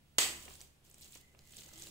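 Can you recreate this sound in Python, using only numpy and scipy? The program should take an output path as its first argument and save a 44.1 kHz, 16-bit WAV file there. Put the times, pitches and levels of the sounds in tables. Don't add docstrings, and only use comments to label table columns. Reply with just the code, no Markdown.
import sys
import numpy as np
from scipy import signal
from scipy.fft import rfft, irfft, next_fast_len
from scipy.io import wavfile
from scipy.ndimage import map_coordinates

SR = 44100
rng = np.random.default_rng(int(sys.argv[2]) if len(sys.argv) > 2 else 0)


def wav_record(signal):
    frames = np.transpose(np.atleast_2d(signal))
    bounded = np.clip(frames, -1, 1)
    quanta = np.round(bounded * 32767).astype(np.int16)
    wavfile.write(sys.argv[1], SR, quanta)


N = 83790
TOP_HZ = 15750


def amp(db):
    return 10 ** (np.asarray(db) / 20)


def unit(x):
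    return x / np.sqrt(np.mean(x ** 2) + 1e-20)


def along(points, hz):
    f, v = np.transpose(points)
    return np.interp(np.log(hz + 1), np.log(f + 1), v)


def since(s):
    return np.maximum(np.arange(N) / SR - s, 0)


def level(rows):
    s, db = np.transpose(rows)
    t = since(0)
    fade_in_db = 110 * np.maximum(s[0] - t, 0)
    return amp(np.interp(t, s, db) - fade_in_db)


def wobble(rate):
    knots = rng.standard_normal(1024)
    return map_coordinates(knots, [since(0) * rate], mode="wrap")


def filtered(x, response):
    size = next_fast_len(N + SR // 2)
    hz = np.fft.rfftfreq(size, 1 / SR)
    return irfft(rfft(x, size) * response(hz), size)[..., :N]


def panned(x, balance):
    return filtered(x, lambda hz: amp(along(balance, hz) * np.array([[.5], [-.5]])))


# frequency in Hz, left-right correlation.
CHANNEL_LIKENESS = [(60, 0.82), (300, 0.56), (600, 0.35), (1200, -0.063), (2000, -0.033), (4000, -0.053),
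                    (5600, 0.0084), (7000, 0.78), (12000, 0.95), (15000, .3)]


def coloured(pair, colour, alike=CHANNEL_LIKENESS):
    def mid_and_side(hz):
        turn = np.arccos(np.clip(along(alike, hz), -.98, .98)) / 2
        return amp(along(colour, hz)) * [np.cos(turn), np.sin(turn)]

    mid, side = filtered(pair, mid_and_side)
    return unit(np.array([mid + side, mid - side]))


def noise(colour):
    return coloured(rng.standard_normal((2, N)), colour)


def bursts(rows, colour, t60, alike=CHANNEL_LIKENESS):
    shape = 0
    for s, db in rows:
        t = since(s)
        shape = shape + amp(db - 60 * t / t60) * (1 - np.exp(-t / 0.00015))
    return shape * coloured(rng.standard_normal((2, N)), colour, alike)


# frequency in Hz, time to fall 60 dB in seconds.
KITCHEN_T60 = [(200, 0.71), (530, 0.48), (1400, 0.49), (3700, .42), (9700, .43)]


def dying(x, start):
    hz, t, z = signal.stft(x, SR, nperseg=256)
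    fade = amp(-60 * np.maximum(t - start, 0) / along(KITCHEN_T60, hz)[:, None])
    return signal.istft(z * fade, SR, nperseg=256)[1][:, :N]


GRAINS_PER_S, GRAIN_HZ = 2200, 6820
GRAIN_OCTAVES, GRAIN_CYCLES = 0.692, 2.3
GRAIN_SPREAD_DB = 3


def grains(colour, rate, centre_hz):
    count = int(rate * N / SR)
    place, luck, phase, angle = rng.random((4, count, 1))
    hz = centre_hz * 2 ** (GRAIN_OCTAVES * rng.standard_normal((count, 1)))
    hz = np.clip(hz, 100, TOP_HZ)
    k = np.arange(int(16 * SR / centre_hz) + 64)
    size = amp(GRAIN_SPREAD_DB * np.minimum(-np.log(1 - luck), 4))
    cycles = hz * k / SR
    pops = size * np.sin(2 * np.pi * (cycles + phase)) * np.exp(-cycles / GRAIN_CYCLES)
    at = ((place * N).astype(int) + k).ravel()
    shares = [np.cos(2 * np.pi * angle), np.sin(2 * np.pi * angle)]
    pair = [np.bincount(at, (pops * share).ravel(), N)[:N] for share in shares]
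    return coloured(np.array(pair), colour)


# frequency in Hz, relative density in dB per Hz.
HISS_COLOUR = [(100, -5), (500, 7), (1200, 0.5), (3000, 2), (5500, -4.5), (7800, -5.5), (11000, -7),
               (15000, -12)]


def room_hiss():
    return amp(-73) * noise(HISS_COLOUR)


# frequency in Hz, level in dB before the low-background envelope.
HUM_PARTIALS = [(70.5, -73), (142, -74.5), (208, -81)]
HUM_WAVER_DB, HUM_DRIFT_RAD = 1.5, 0.67


def motor_hum():
    hum = 0
    for hz, db in HUM_PARTIALS:
        strength = amp(db + HUM_WAVER_DB * wobble(3.7))
        hum = hum + strength * np.sin(2 * np.pi * hz * since(0) + HUM_DRIFT_RAD * wobble(9))
    return np.sqrt(2) * hum


# frequency in Hz, relative density in dB per Hz.
RUMBLE_COLOUR = [(25, 5), (45, -8), (80, 1.5), (150, -1.5), (300, -9), (600, -22), (1500, -39),
                 (4000, -68.5)]
# time in seconds, gain in dB.
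LOW_GAIN = [(0, 0), (.15, -1.5), (.25, 7.5), (.52, 5.5), (.68, 0.5), (.78, -4), (.87, 0), (1.05, 2),
            (1.3, -1), (1.6, 4), (1.9, 5)]


def low_background():
    rumble = amp(-69.5) * noise(RUMBLE_COLOUR)
    return level(LOW_GAIN) * (motor_hum() + rumble)


# time in seconds, level in dB.
WHISTLE_LEVEL = [(1.19, -83.5), (1.23, -74), (1.31, -75.5), (1.37, -86), (1.47, -73.5), (1.55, -82),
                 (1.68, -72), (1.82, -70), (1.9, -82)]
WHISTLE_HZ, WHISTLE_WIDTH_HZ = 2033, 72


def whistle():
    peak = lambda hz: 1 / (1 + ((hz - WHISTLE_HZ) / WHISTLE_WIDTH_HZ) ** 2)
    return level(WHISTLE_LEVEL) * unit(filtered(rng.standard_normal((2, N)), peak))


TONE_START_S, TONE_RISE_S, TONE_HZ, TONE_DB = 1.698, 0.06, 327, -66.5


def held_tone():
    rise = np.minimum(since(TONE_START_S) / TONE_RISE_S, 1)
    sine = np.sin(2 * np.pi * TONE_HZ * since(0) + wobble(25))
    return np.sqrt(2) * amp(TONE_DB) * rise * sine


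def background():
    return room_hiss() + low_background() + whistle() + held_tone()


# start in seconds, relative level in dB.
BUMP_TIMES = [(0.480, -43), (0.507, -48), (1.156, -48), (1.3485, -55.5), (1.657, -54.5), (1.739, -53.5),
              (1.870, -53.5)]
# frequency in Hz, relative density in dB per Hz.
BUMP_SPECTRUM = [(150, 4.5), (450, 4), (950, 6), (1500, -1.5), (2700, 4.5), (4500, -18), (10000, -51)]


def bumps():
    return amp(-3) * bursts(BUMP_TIMES, BUMP_SPECTRUM, 0.031)


# time in seconds, relative level in dB.
MUSH_LEVEL = [(0.44, -64), (0.496, -61.5), (0.582, -71.5), (0.61, -66.5), (0.814, -90), (0.85, -76),
              (1.066, -70), (1.138, -76.5), (1.154, -72), (1.326, -93), (1.346, -71), (1.472, -79.5),
              (1.586, -67), (1.9, -64.5)]
# frequency in Hz, relative gain in dB.
MUSH_FILTER = [(150, -21), (330, 5), (550, -1.5), (1000, -4.5), (1700, 0.5), (2600, -5), (5000, -24.5)]


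def mush():
    return level(MUSH_LEVEL) * amp(-2) * grains(MUSH_FILTER, 700, 907)


# frequency in Hz, relative density in dB per Hz.
FIZZ_COLOUR = [(500, -24.5), (1500, -14), (2200, -6), (3100, -1.5), (4000, -5.5), (6000, -11.5),
               (7700, -4.5), (9500, -11), (12000, -16.5), (15000, -8.5)]
# start in seconds, relative level in dB, pitch in Hz.
AIR_POCKETS = [(0.554, -41, 8000), (0.606, -39.5, 5980), (0.614, -35.5, 7400), (0.899, -48.5, 13000),
               (0.913, -45.5, 7660), (0.9432, -42.5, 7650), (1.011, -43.5, 13300), (1.033, -45.5, 4740),
               (1.045, -46.5, 7800), (1.123, -43.5, 8150), (1.173, -41.5, 7500), (1.391, -44.5, 5200),
               (1.522, -44.5, 7870), (1.536, -44, 3110), (1.568, -35, 7900), (1.62, -44, 3000),
               (1.634, -51, 7300), (1.661, -46, 6440), (1.7777, -39.5, 7140), (1.8, -48, 10000),
               (1.822, -33, 7230), (1.838, -41, 8700), (1.87, -41, 3850)]
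SNAP_DB, SNAP_SPLASH_DB = -3.5, -6.5
SNAP_T60_S, SNAP_WIDTH_HZ = 0.011, 1800


def snaps():
    notes = 0
    for s, db, hz in AIR_POCKETS:
        t = since(s)
        decay = amp(db - 60 * t / SNAP_T60_S) * (t > 0)
        notes = notes + decay * np.sin(2 * np.pi * hz * t + wobble(2 * SNAP_WIDTH_HZ))
    splash = bursts([row[:2] for row in AIR_POCKETS], FIZZ_COLOUR, SNAP_T60_S)
    return amp(SNAP_DB) * (notes + amp(SNAP_SPLASH_DB) * splash)


# time in seconds, relative level of the squelch in dB.
STROKE_LEVEL = [(.42, -56.5), (.53, -54), (.58, -62.5), (.625, -56.5), (.69, -74.5), (.81, -101),
                (.85, -64), (.9, -69.5), (.99, -65.5), (1.045, -56), (1.1, -62.5), (1.16, -53),
                (1.24, -76.5), (1.36, -78), (1.48, -64), (1.59, -54.5), (1.71, -59.5), (1.835, -51.5),
                (1.9, -56)]
# frequency in Hz, relative gain in dB.
CRACKLE_FILTER = [(500, -27.5), (1500, -15), (3100, -6), (5500, -4.5), (7700, 0.5), (9500, -3.5),
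                  (12000, -3), (15000, 3)]
CRACKLE_DB, FIZZ_DB = -2.5, -5
CLUMP_DB, CLUMPS_PER_S = 3, 110


def squelch():
    clumps = amp(CLUMP_DB * wobble(CLUMPS_PER_S))
    crackle = unit(clumps * grains(CRACKLE_FILTER, GRAINS_PER_S, GRAIN_HZ))
    fizz = noise(FIZZ_COLOUR)
    return level(STROKE_LEVEL) * (amp(CRACKLE_DB) * crackle + amp(FIZZ_DB) * fizz)


def rice():
    direct = squelch() + mush() + snaps() + bumps()
    tail = dying(rng.standard_normal((2, N)), 0)
    tail = tail / np.linalg.norm(tail[0])
    return direct + amp(-7) * signal.fftconvolve(direct, tail, axes=1)[:, :N]


# start in seconds, level in dB.
CLACK_HITS = [(0.1837, -14.5), (0.1873, -25.5)]
# frequency in Hz, relative density in dB per Hz.
CONTACT_COLOUR = [(100, -25), (220, -11), (380, -5), (600, -5.5), (900, -5), (1500, -0.5), (2000, 0.5),
                  (2400, -8.5), (3300, 3.5), (5300, -3), (8400, 4), (9300, -3.5), (11500, -13),
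                  (15000, -18.5)]
# frequency in Hz, left-right correlation,
# left minus right in dB.
CONTACT_STEREO = [(400, 0.87, -1.5), (749, 0.48, -3.5), (1220, -0.12, 3.5), (1900, -.85, 3),
                  (2870, 0.17, 13), (3670, -0.14, -2.5), (4600, -0.042, 5.5), (7000, 0.2, -2),
                  (8560, 0.35, 3), (11000, .6, 1), (13400, -0.22, -8.5)]
CLACK_START_S = CLACK_HITS[0][0]


def crack():
    alike = [(hz, likeness) for hz, likeness, pan in CONTACT_STEREO]
    balance = [(hz, pan) for hz, likeness, pan in CONTACT_STEREO]
    return panned(bursts(CLACK_HITS, CONTACT_COLOUR, 0.021, alike), balance)


# frequency in Hz, relative level in dB,
# time to fall 60 dB in seconds.
METAL_MODES = [(2038, -2.5, 0.31), (2532, -3, 0.41), (3140, -5, .35), (4396, -15.5, 0.27),
               (4512, 1.5, 0.34), (4620, -7.5, 0.21), (4710, -11.5, 0.24), (5200, -6, 0.38),
               (6169, -1, 0.33), (7010, 1, 0.13), (7180, -2, 0.38), (7770, -4, 0.39), (7790, 3, 0.37),
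               (8070, -2, .34), (8570, -9.5, .32)]
RING_DB, RING_ATTACK_S = -34.5, 0.016


def ring():
    t = since(CLACK_START_S)
    modes = np.zeros((2, N))
    for hz, db, t60 in METAL_MODES:
        likeness = np.clip(along(CHANNEL_LIKENESS, hz), -1, 1)
        apart = np.arccos(likeness) * np.array([[.5], [-.5]])
        blur = .4 * wobble(40)
        phase = 2 * np.pi * (hz * t + rng.random()) + blur + apart
        modes += amp(RING_DB + db - 60 * t / t60) * np.sin(phase)
    return modes * (1 - np.exp(-t / RING_ATTACK_S))


# frequency in Hz, relative level in dB
# (per Hz for the echo).
ANSWER_COLOUR = [(100, -24.5), (200, -12.5), (340, -3.5), (500, -7), (800, -4.5), (1250, -4.5), (1550, -8),
                 (1950, 2), (2400, -1.5), (3100, 2.5), (4000, -3), (4700, -1), (5600, -6), (7400, -0.5),
                 (8600, -0.5), (9200, -11), (12000, -13.5), (15000, -12)]
SKID_S, SKID_DB, SKID_WIDTH_S = 0.2335, -33.5, .011


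def skid():
    swell = np.exp(-((since(0) - SKID_S) / SKID_WIDTH_S) ** 2)
    return amp(SKID_DB) * swell * grains(ANSWER_COLOUR, GRAINS_PER_S, GRAIN_HZ)


ECHO_DB, ECHO_HOLD_S, ECHO_RISE_S = -29.5, 0.035, 0.00067


def echo():
    rise = 1 - np.exp(-since(CLACK_START_S) / ECHO_RISE_S)
    return amp(ECHO_DB) * rise * dying(noise(ANSWER_COLOUR), CLACK_START_S + ECHO_HOLD_S)


def clack():
    return crack() + skid() + ring() + echo()


def scene():
    return background() + rice() + clack()


# frequency in Hz, left minus right in dB.
MICROPHONE_BALANCE = [(100, -0.5), (400, -0.5), (2000, -0.5), (4000, -.5), (7000, -3), (9000, -2),
                      (12000, -0.5), (14000, -6.5)]


def record(dry):
    return filtered(panned(dry, MICROPHONE_BALANCE), lambda hz: hz < TOP_HZ)


dry = scene()
out = record(dry)
wav_record(out)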